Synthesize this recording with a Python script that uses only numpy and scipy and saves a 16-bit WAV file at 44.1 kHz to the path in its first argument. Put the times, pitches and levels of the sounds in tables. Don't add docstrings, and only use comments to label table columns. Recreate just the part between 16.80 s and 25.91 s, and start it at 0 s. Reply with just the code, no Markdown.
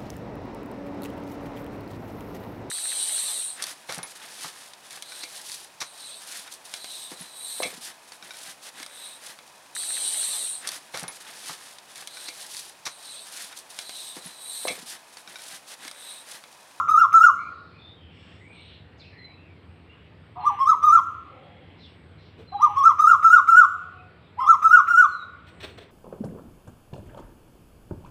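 import sys
import numpy as np
from scipy import signal
from scipy.fft import next_fast_len
from scipy.io import wavfile
from scipy.ndimage import uniform_filter1d

SR = 44100
rng = np.random.default_rng(int(sys.argv[2]) if len(sys.argv) > 2 else 0)


def file_out(sig):
    cols = np.atleast_2d(sig).T
    lim = np.clip(cols, -1, 1)
    pcm = np.round(lim * 32767).astype(np.int16)
    wavfile.write(sys.argv[1], SR, pcm)


def gain_from_db(level_db):
    decades = np.asarray(level_db, float) / 20
    return 10 ** decades


N = 401751
LEAD = 13230
WARM = 4000

# (frequency [Hz], density [dB per Hz])
RUMBLE = [(15, -71), (25, -30), (33, -39.5), (48, -28), (51, -22.5), (61, -21), (81, 2.5), (129, -10.5),
          (166, -5.5), (195, -13.5), (221, -14), (261, -13), (500, -19), (650, -43.5), (1100, -120)]
# (time [s], level [dB rms])
RUMBLE_DB = [(0.0, -51.5), (0.46, -56), (0.58, -51.5), (5.96, -50.5), (7.0, -56), (7.15, -51.5),
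             (8.37, -55.5), (8.98, -48.5), (9.11, -55)]
# (frequency [Hz], density [dB per Hz])
HAZE = [(250, -34.5), (400, -5), (600, -1.5), (1200, -7), (2500, -8.5), (3700, -15.5), (4600, -22.5),
        (5000, -26), (6300, -43), (7300, -37), (8300, -34.5), (9200, -40.5), (12000, -46.5), (15500, -46)]
# (time [s], level [dB rms])
HAZE_DB = [(0.0, -59), (9.11, -58)]

# (time [s], length [s], centre [Hz], width
# [Hz], level [dB rms])
RUSTLES = [(.5, 0.69, 4516, 828, -65.5), (1.26, 0.35, 2810, 1230, -58), (1.28, 0.35, 4900, 1120, -67.5),
           (1.3, 0.43, 7540, 1530, -75), (1.698, 0.32, 3300, 1750, -54.5), (2.172, 0.042, 6150, 2010, -68),
           (2.174, 0.2, 4530, 1223, -63), (3.049, 0.27, 2440, 1800, -65), (3.561, 0.31, 2170, 1710, -53),
           (4.26, 1, 2670, 1580, -66.5), (4.423, 0.47, 543.4, 79, -57.5), (4.428, 0.47, 759, 120, -58.5),
           (4.45, 0.2, 378, 122.2, -66), (4.97, 0.12, 4470, 1400, -58.5), (5.362, 0.15, 4300, 1600, -63),
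           (5.754, 0.36, 2260, 1820, -56), (5, .4, 8200, 800, -84), (3.201, 0.31, 4630, 300, -78),
           (4.552, 0.45, 3270, 200, -66.5), (4.35, 0.74, 2104, 200, -66.5),
           (8.604, 0.48, 8100, 1986, -74.5)]
# (time [s], length [s], first pitch [Hz], last pitch [Hz], level [dB])
HIGH_BIRD = [
    (2.36, 0.18, 4190, 3887, -53.5),
    (3.6, .06, 4243, 3974, -60),
    (5.65, .17, 4180, 3855, -55.5),
    (8.27, 0.18, 4350, 3700, -52.5),
]
MIDDLE_BIRD = [
    (.975, .17, 3550, 3620, -53.5),
    (1.15, 0.16, 3226, 3070, -58.5),
]
LOW_BIRD = [
    (.56, 0.13, 2095, 2447, -49.5),
    (.92, 0.081, 2353, 2500, -58.5),
    (1.45, 0.2, 1737, 1930, -65),
    (1.58, 0.18, 1975, 2516, -55),
    (1.74, 0.13, 2330, 2170, -58.5),
    (2.3, 0.24, 1728, 2345, -55.5),
    (2.5, 0.17, 2516, 2700, -60),
    (2.63, 0.16, 2550, 2120, -63.5),
]
CHIRP = [
    (2.19, 0.037, 4840, 3330, -52),
    (2.23, 0.047, 3270, 2270, -53),
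    (2.29, 0.12, 2280, 2185, -59),
    (2.18, 0.045, 4900, 4830, -54),
    (2.19, 0.0705, 2500, 2390, -57),
    (5.0, .1, 4307, 2570, -55.5),
]
THIN_BIRD = [
    (.55, 0.45, 4250, 3560, -71.5),
    (7.4, .1, 4100, 3400, -71),
    (7.14, 0.084, 2570, 2540, -58.5),
    (3.085, .07, 2700, 2940, -56),
]
DOVE = [
    (6.88, .4, 743, 723, -60.5),
    (7.8, .2, 695, 735, -59.5),
]
INSECT = [
    (1.6, .3, 8170, 8360, -74),
    (2.78, .3, 8300, 8300, -87),
    (3.36, 0.21, 8380, 8330, -87),
    (5.1, .2, 8300, 8300, -89),
]
SWELL, FADE_DB = 0.6, -7.5

# (time [s], length [s], level [dB rms], extra thud [dB])
SCUFFS = [
    (5.565, 0.083, -60, 9.5),
    (8.657, 0.057, -55.5, -19),
    (8.797, 0.032, -46, -16),
    (8.821, 0.042, -38.5, -6),
    (8.861, 0.063, -54, -6),
    (8.973, .024, -46.5, -2.5),
    (8.992, 0.059, -55, 3),
]
# (centre [Hz], width [Hz], level [dB])
SCUFF_BANDS = [
    (422, 360, 3),
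    (2500, 3300, 2),
    (8000, 2200, -17),
    (11500, 8000, -22),
]

# (time [s], time to peak [s], first hump [Hz], peak [Hz], first hump effort [dB])
NOTES = [(-0.155, 0.1, 1213, 1420, -0.5), (0.078, 0.12, 1300, 1437, -1), (0.322, 0.12, 1366, 1466, 0),
         (3.553, .118, 750, 1225, -3), (3.785, 0.11, 1110, 1338, 0.5), (4.022, 0.12, 1265, 1406, -0.5),
         (5.717, 0.12, 821.7, 1259, 2), (5.955, 0.11, 1142, 1381, 1), (6.185, 0.11, 1297, 1445, 1),
         (6.424, .113, 1362, 1483, -1), (6.672, 0.11, 1395, 1513, -2), (7.582, .117, 1069, 1382, 0.5),
         (7.82, 0.12, 1335, 1498, -2), (8.071, .12, 1433, 1518, -6)]
# (time [s], length [s], first pitch [Hz], last pitch [Hz], level [dB])
HOARSE = [
    (3.55, 0.1, 1209, 1122, -43.5),
    (3.55, 0.11, 971, 896, -39.5),
    (5.72, .025, 1003, 1252, -46),
    (5.77, .04, 1030, 1326, -43),
    (7.6, .07, 3310, 3250, -56.5),
    (7.58, 0.088, 2870, 2760, -61),
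]
CLEAR = [
    (7.6, 0.056, 1290, 1190, -25),
    (7.59, .08, 800, 800, -41),
    (7.569, 0.04, 760, 1100, -37.5),
    (3.7, .05, 830, 790, -33),
    (5.88, 0.062, 850, 800, -36),
]
# (frequency [Hz], fundamental [dB rms])
PIPE = [(650, -50.5), (850, -26), (1050, -25.5), (1200, -16.5), (1350, -12.5), (1500, -9)]
OVERTONES_DB = [-34.5, -38.5, -37, -31, -46, -46, -47.5, -50.5, -53, -51.5, -51.5, -56.5]
# (frequency [Hz], level [dB])
BEAK = [(1900, 1), (2030, 11), (2200, -9.5), (2420, -5), (2580, -22), (2820, 1), (3000, -5), (3300, 6.5),
        (3600, -0.5), (4200, -12.5), (5000, 2.5)]
WAVER, RASP_DB = .0015, 1.5
CLOSING_DB, DULL_BELOW_HZ = .27, 1060

ONSET, ONSET_S, SLIDE = .87, .013, .95
ONSET_DB, HUMP_S, HUMP_DB = -6.5, .036, 0.45
DIP, DIP_LEAD_S, DIP_DB = .925, 0.04484, 1.5
CREST, CREST_S = 0.95, .014
CLIMB_DB, PEAK_DB, BEND_DB, END_DB = -1, 1, 0.94, 7
BEND, BEND_AT, END = .84, .6, .67
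FALL_S, FALL_PIVOT_HZ, FALL_S_PER_KHZ = .066, 1460, .125
LEAP_DB, CARRY = -11.5, 0.48

WALL_NOTCH_HZ = 1273.4
# (delay [s], level [dB])
ECHOES = [
    (0.0157, -29),
    (0.0218, -20.5),
    (0.034, -19),
    (0.047, -19.5),
    (0.072, -23.5),
]
# (frequency [Hz], time to fall 60 dB [s])
TAIL = [(820, 0.34), (980, 0.9), (1250, 0.65), (1480, .8), (2800, 0.5), (5500, 0.47), (8000, 0.59),
        (11000, 0.48)]
# (frequency [Hz], level [dB])
PORT = [(4350, -1.5), (4750, -12.5), (5500, -2.5), (7300, -11.5), (7700, -3), (8400, -2), (9200, -7.5),
        (10500, -2), (11700, -15), (13000, -13.5), (13700, 3), (15500, 3)]
KNEE_DB, EDGE_HZ = -2.5, 15500


def read(points, hz):
    f, value = np.transpose(points)
    return np.interp(np.log(hz + 1), np.log(f + 1), value)


def evened(x):
    return x / np.sqrt(np.mean(x ** 2) + 1e-20)


def add(mix, s, sound):
    part = mix[round(s * SR) + LEAD:][:len(sound)]
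    part += sound[:len(part)]


def rounded(x, size):
    once = uniform_filter1d(x, size, mode="nearest")
    return uniform_filter1d(once, size, mode="nearest")


def drift(noise, size):
    return evened(uniform_filter1d(uniform_filter1d(noise, size), size))


def fuzz(hz, width_hz, noise, order=3):
    lowpass = signal.butter(order, width_hz / 2, fs=SR, output="sos")
    slow = signal.sosfilt(lowpass, noise[0] + 1j * noise[1])
    carrier = np.exp(2j * np.pi * np.cumsum(hz) / SR)
    return evened((slow * carrier).real)


def hazed(x, wet_db, t60):
    haze = rng.standard_normal(SR // 2) * gain_from_db(-60 * np.arange(SR // 2) / SR / t60)
    return x + gain_from_db(wet_db) * signal.oaconvolve(x, haze / np.linalg.norm(haze))[:len(x)]


def wash(colour, level, size, patchy_db):
    frames = 4 * N // size + 5
    hz = np.fft.rfftfreq(size, 1 / SR)
    a, b, patches = rng.standard_normal((frames, len(hz), 3)).T
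    patches = uniform_filter1d(patches, 10, 0)
    patches = evened(uniform_filter1d(patches, 16384 // size, 1))
    z = (a + 1j * b) * gain_from_db(read(colour, hz)[:, None] + patchy_db * patches)
    noise = evened(signal.istft(z, nperseg=size, noverlap=3 * size // 4)[1][:N])
    return noise * gain_from_db(np.interp(np.arange(N) / SR, *np.transpose(level)))


def town():
    rumble = wash(RUMBLE, RUMBLE_DB, size=4096, patchy_db=1.0)
    haze = wash(HAZE, HAZE_DB, size=1024, patchy_db=1.7)
    return rumble + haze


def rustles():
    out = np.zeros(N + LEAD)
    for s, length, hz, width, db in RUSTLES:
        n = round(length * SR)
        noise = rng.standard_normal((2, SR))[:, :n]
        burst = fuzz(np.full(n, hz), width, noise)
        add(out, s, gain_from_db(db) * burst * signal.windows.tukey(n, .5))
    return hazed(out, wet_db=-0.5, t60=0.49)


def whistles(table, blur_hz):
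    out = np.zeros(N + LEAD)
    for s, length, first_hz, last_hz, db in table:
        u = np.arange(-WARM, round(length * SR)) / SR / length
        noise = rng.standard_normal((2, SR))[:, :len(u)]
        glide_hz = first_hz + (last_hz - first_hz) * u
        tone = fuzz(glide_hz, max(blur_hz, 10), noise)[WARM:]
        level_db = db + FADE_DB * abs(u[WARM:] - SWELL)
        add(out, s, gain_from_db(level_db) * evened(tone) * signal.windows.tukey(len(tone), .4))
    return out


def far_birds():
    birds = whistles(HIGH_BIRD, blur_hz=30.44) + whistles(MIDDLE_BIRD, blur_hz=262)
    birds += whistles(LOW_BIRD, blur_hz=200) + whistles(CHIRP, blur_hz=400)
    birds += whistles(THIN_BIRD, blur_hz=80) + whistles(DOVE, blur_hz=25)
    birds += whistles(INSECT, blur_hz=300)
    return hazed(birds, wet_db=1.0, t60=.38)


def scuffs(grain_db=1.0):
    out = np.zeros(N + LEAD)
    for s, length, db, thud_db in SCUFFS:
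        n = round(length * SR)
        noise = rng.standard_normal((9, SR // 4))[:, :n]
        stroke = np.zeros(n)
        for k, (hz, width, band_db) in enumerate(SCUFF_BANDS):
            level = gain_from_db(band_db + thud_db * (k == 0))
            stroke += level * fuzz(np.full(n, hz), width, noise[2 * k:], order=2)
        grains = gain_from_db(db + grain_db * drift(noise[8], size=60))
        add(out, s, grains * stroke * signal.windows.tukey(n, .8))
    return hazed(out, wet_db=-4.5, t60=0.36)


def contour(s, rise, hump_hz, peak_hz, effort_db):
    top = s + rise
    fall = FALL_S + FALL_S_PER_KHZ * (peak_hz - FALL_PIVOT_HZ) / 1e3
    thin_db = LEAP_DB * np.log2(peak_hz / hump_hz)
    late_db = CARRY * effort_db
    return [(s, ONSET * hump_hz, effort_db + ONSET_DB),
            (s + ONSET_S, SLIDE * hump_hz, effort_db),
            (s + HUMP_S, hump_hz, effort_db + HUMP_DB),
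            (top - DIP_LEAD_S, DIP * hump_hz, effort_db + DIP_DB + thin_db),
            (top - CREST_S, CREST * peak_hz, late_db + CLIMB_DB + .15 * thin_db),
            (top, .985 * peak_hz, late_db + PEAK_DB),
            (top + CREST_S, CREST * peak_hz, late_db + PEAK_DB),
            (top + BEND_AT * fall, BEND * peak_hz, late_db + BEND_DB),
            (top + fall, END * peak_hz, END_DB)]


def columns(rows):
    s, *values = np.transpose(rows)
    t = np.arange(s[0], s[-1], 1 / SR)
    return s[0], [np.interp(t, s, v) for v in values]


def note(rows, patchy_db=4.0, release=0.011, puff_db=-29):
    s, (hz, effort_db) = columns(rows)
    noise = rng.standard_normal((3 + len(OVERTONES_DB), SR // 4))[:, :len(hz)]
    t = np.arange(len(hz)) / SR
    hz = rounded(hz, size=500) * (1 + WAVER * drift(noise[0], size=150))
    turn = 2 * np.pi * np.cumsum(hz) / SR
    flicker_db = patchy_db * drift(noise[3:], size=220) + RASP_DB * drift(noise[3:], size=30)

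    falling = np.maximum(-np.gradient(hz) * SR / 2000, 0)
    low = np.maximum(DULL_BELOW_HZ - hz, 0) / 40
    closing = CLOSING_DB * (falling + low)
    overtones = np.zeros(len(hz))
    for k, db in enumerate(OVERTONES_DB, 2):
        overtone_db = db + read(BEAK, k * hz) + flicker_db[k - 2] - k * closing
        overtones += gain_from_db(overtone_db) * np.cos(k * turn + k * k) * (k * hz < SR / 2.5)

    level_db = rounded(effort_db, size=300) + read(PIPE, hz)
    level = gain_from_db(level_db) * signal.windows.tukey(len(hz), .09)
    level = level * np.minimum(t[::-1] / release, 1)
    opening = np.exp(-(t / .015) ** 2)
    breath = fuzz(1850 + 0 * hz, 1300, noise[1:3], order=2)
    puff = gain_from_db(puff_db + read(PIPE, hz[600])) * breath * opening
    return s, np.sqrt(2) * level * (np.cos(turn) + overtones) + puff


def koel():
    out = whistles(HOARSE, blur_hz=151.4) + whistles(CLEAR, blur_hz=15)
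    for row in NOTES:
        add(out, *note(contour(*row)))
    return out


def walls(x, wall_db=2.0, wall_hz=4500, tail_db=-11):
    early = np.zeros(4096)
    early[round(10.5 / WALL_NOTCH_HZ * SR)] = gain_from_db(wall_db)
    for s, db in ECHOES:
        early[round(s * SR)] = gain_from_db(db)
    early = signal.lfilter(*signal.butter(1, wall_hz, fs=SR), early)

    taps = np.zeros(SR)
    at = np.arange(900, SR - 20, 20)
    taps[at + rng.integers(0, 20, len(at))] = rng.choice([-1., 1.], len(at))
    hz, t, z = signal.stft(taps, SR, nperseg=256)
    decay = gain_from_db(-60 * t / read(TAIL, hz)[:, None])
    tail = signal.istft(z * decay, SR, nperseg=256)[1]
    tail *= gain_from_db(tail_db) / np.linalg.norm(tail)
    return x + signal.oaconvolve(x, early)[:len(x)] + signal.oaconvolve(x, tail)[:len(x)]


def port(x):
    hz = np.linspace(0, SR / 2, 257)
    colour = signal.firwin2(511, hz, gain_from_db(read(PORT, hz)), fs=SR)
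    return signal.oaconvolve(x, colour, "same")


def scene():
    near = walls(koel()) + far_birds() + rustles() + scuffs()
    return (port(near)[LEAD:] + town())[None]


def gain_control(x, ratio=3.3):
    envelope = abs(signal.hilbert(x, next_fast_len(N))[:, :N])
    peak_db = 20 * np.log10(envelope + 1e-9)
    over_db = np.maximum(peak_db - KNEE_DB, 0) * (1 - 1 / ratio)
    return x / gain_from_db(rounded(over_db, size=90))


def low_pass(x):
    return signal.sosfilt(signal.butter(12, 15980, fs=SR, output="sos"), x)


def record(dry):
    edge = signal.firwin(511, EDGE_HZ, window=("kaiser", 9), fs=SR)
    mix = signal.oaconvolve(gain_control(dry), edge[None], "same")
    return low_pass(mix)


dry = scene()
out = record(dry)
file_out(out)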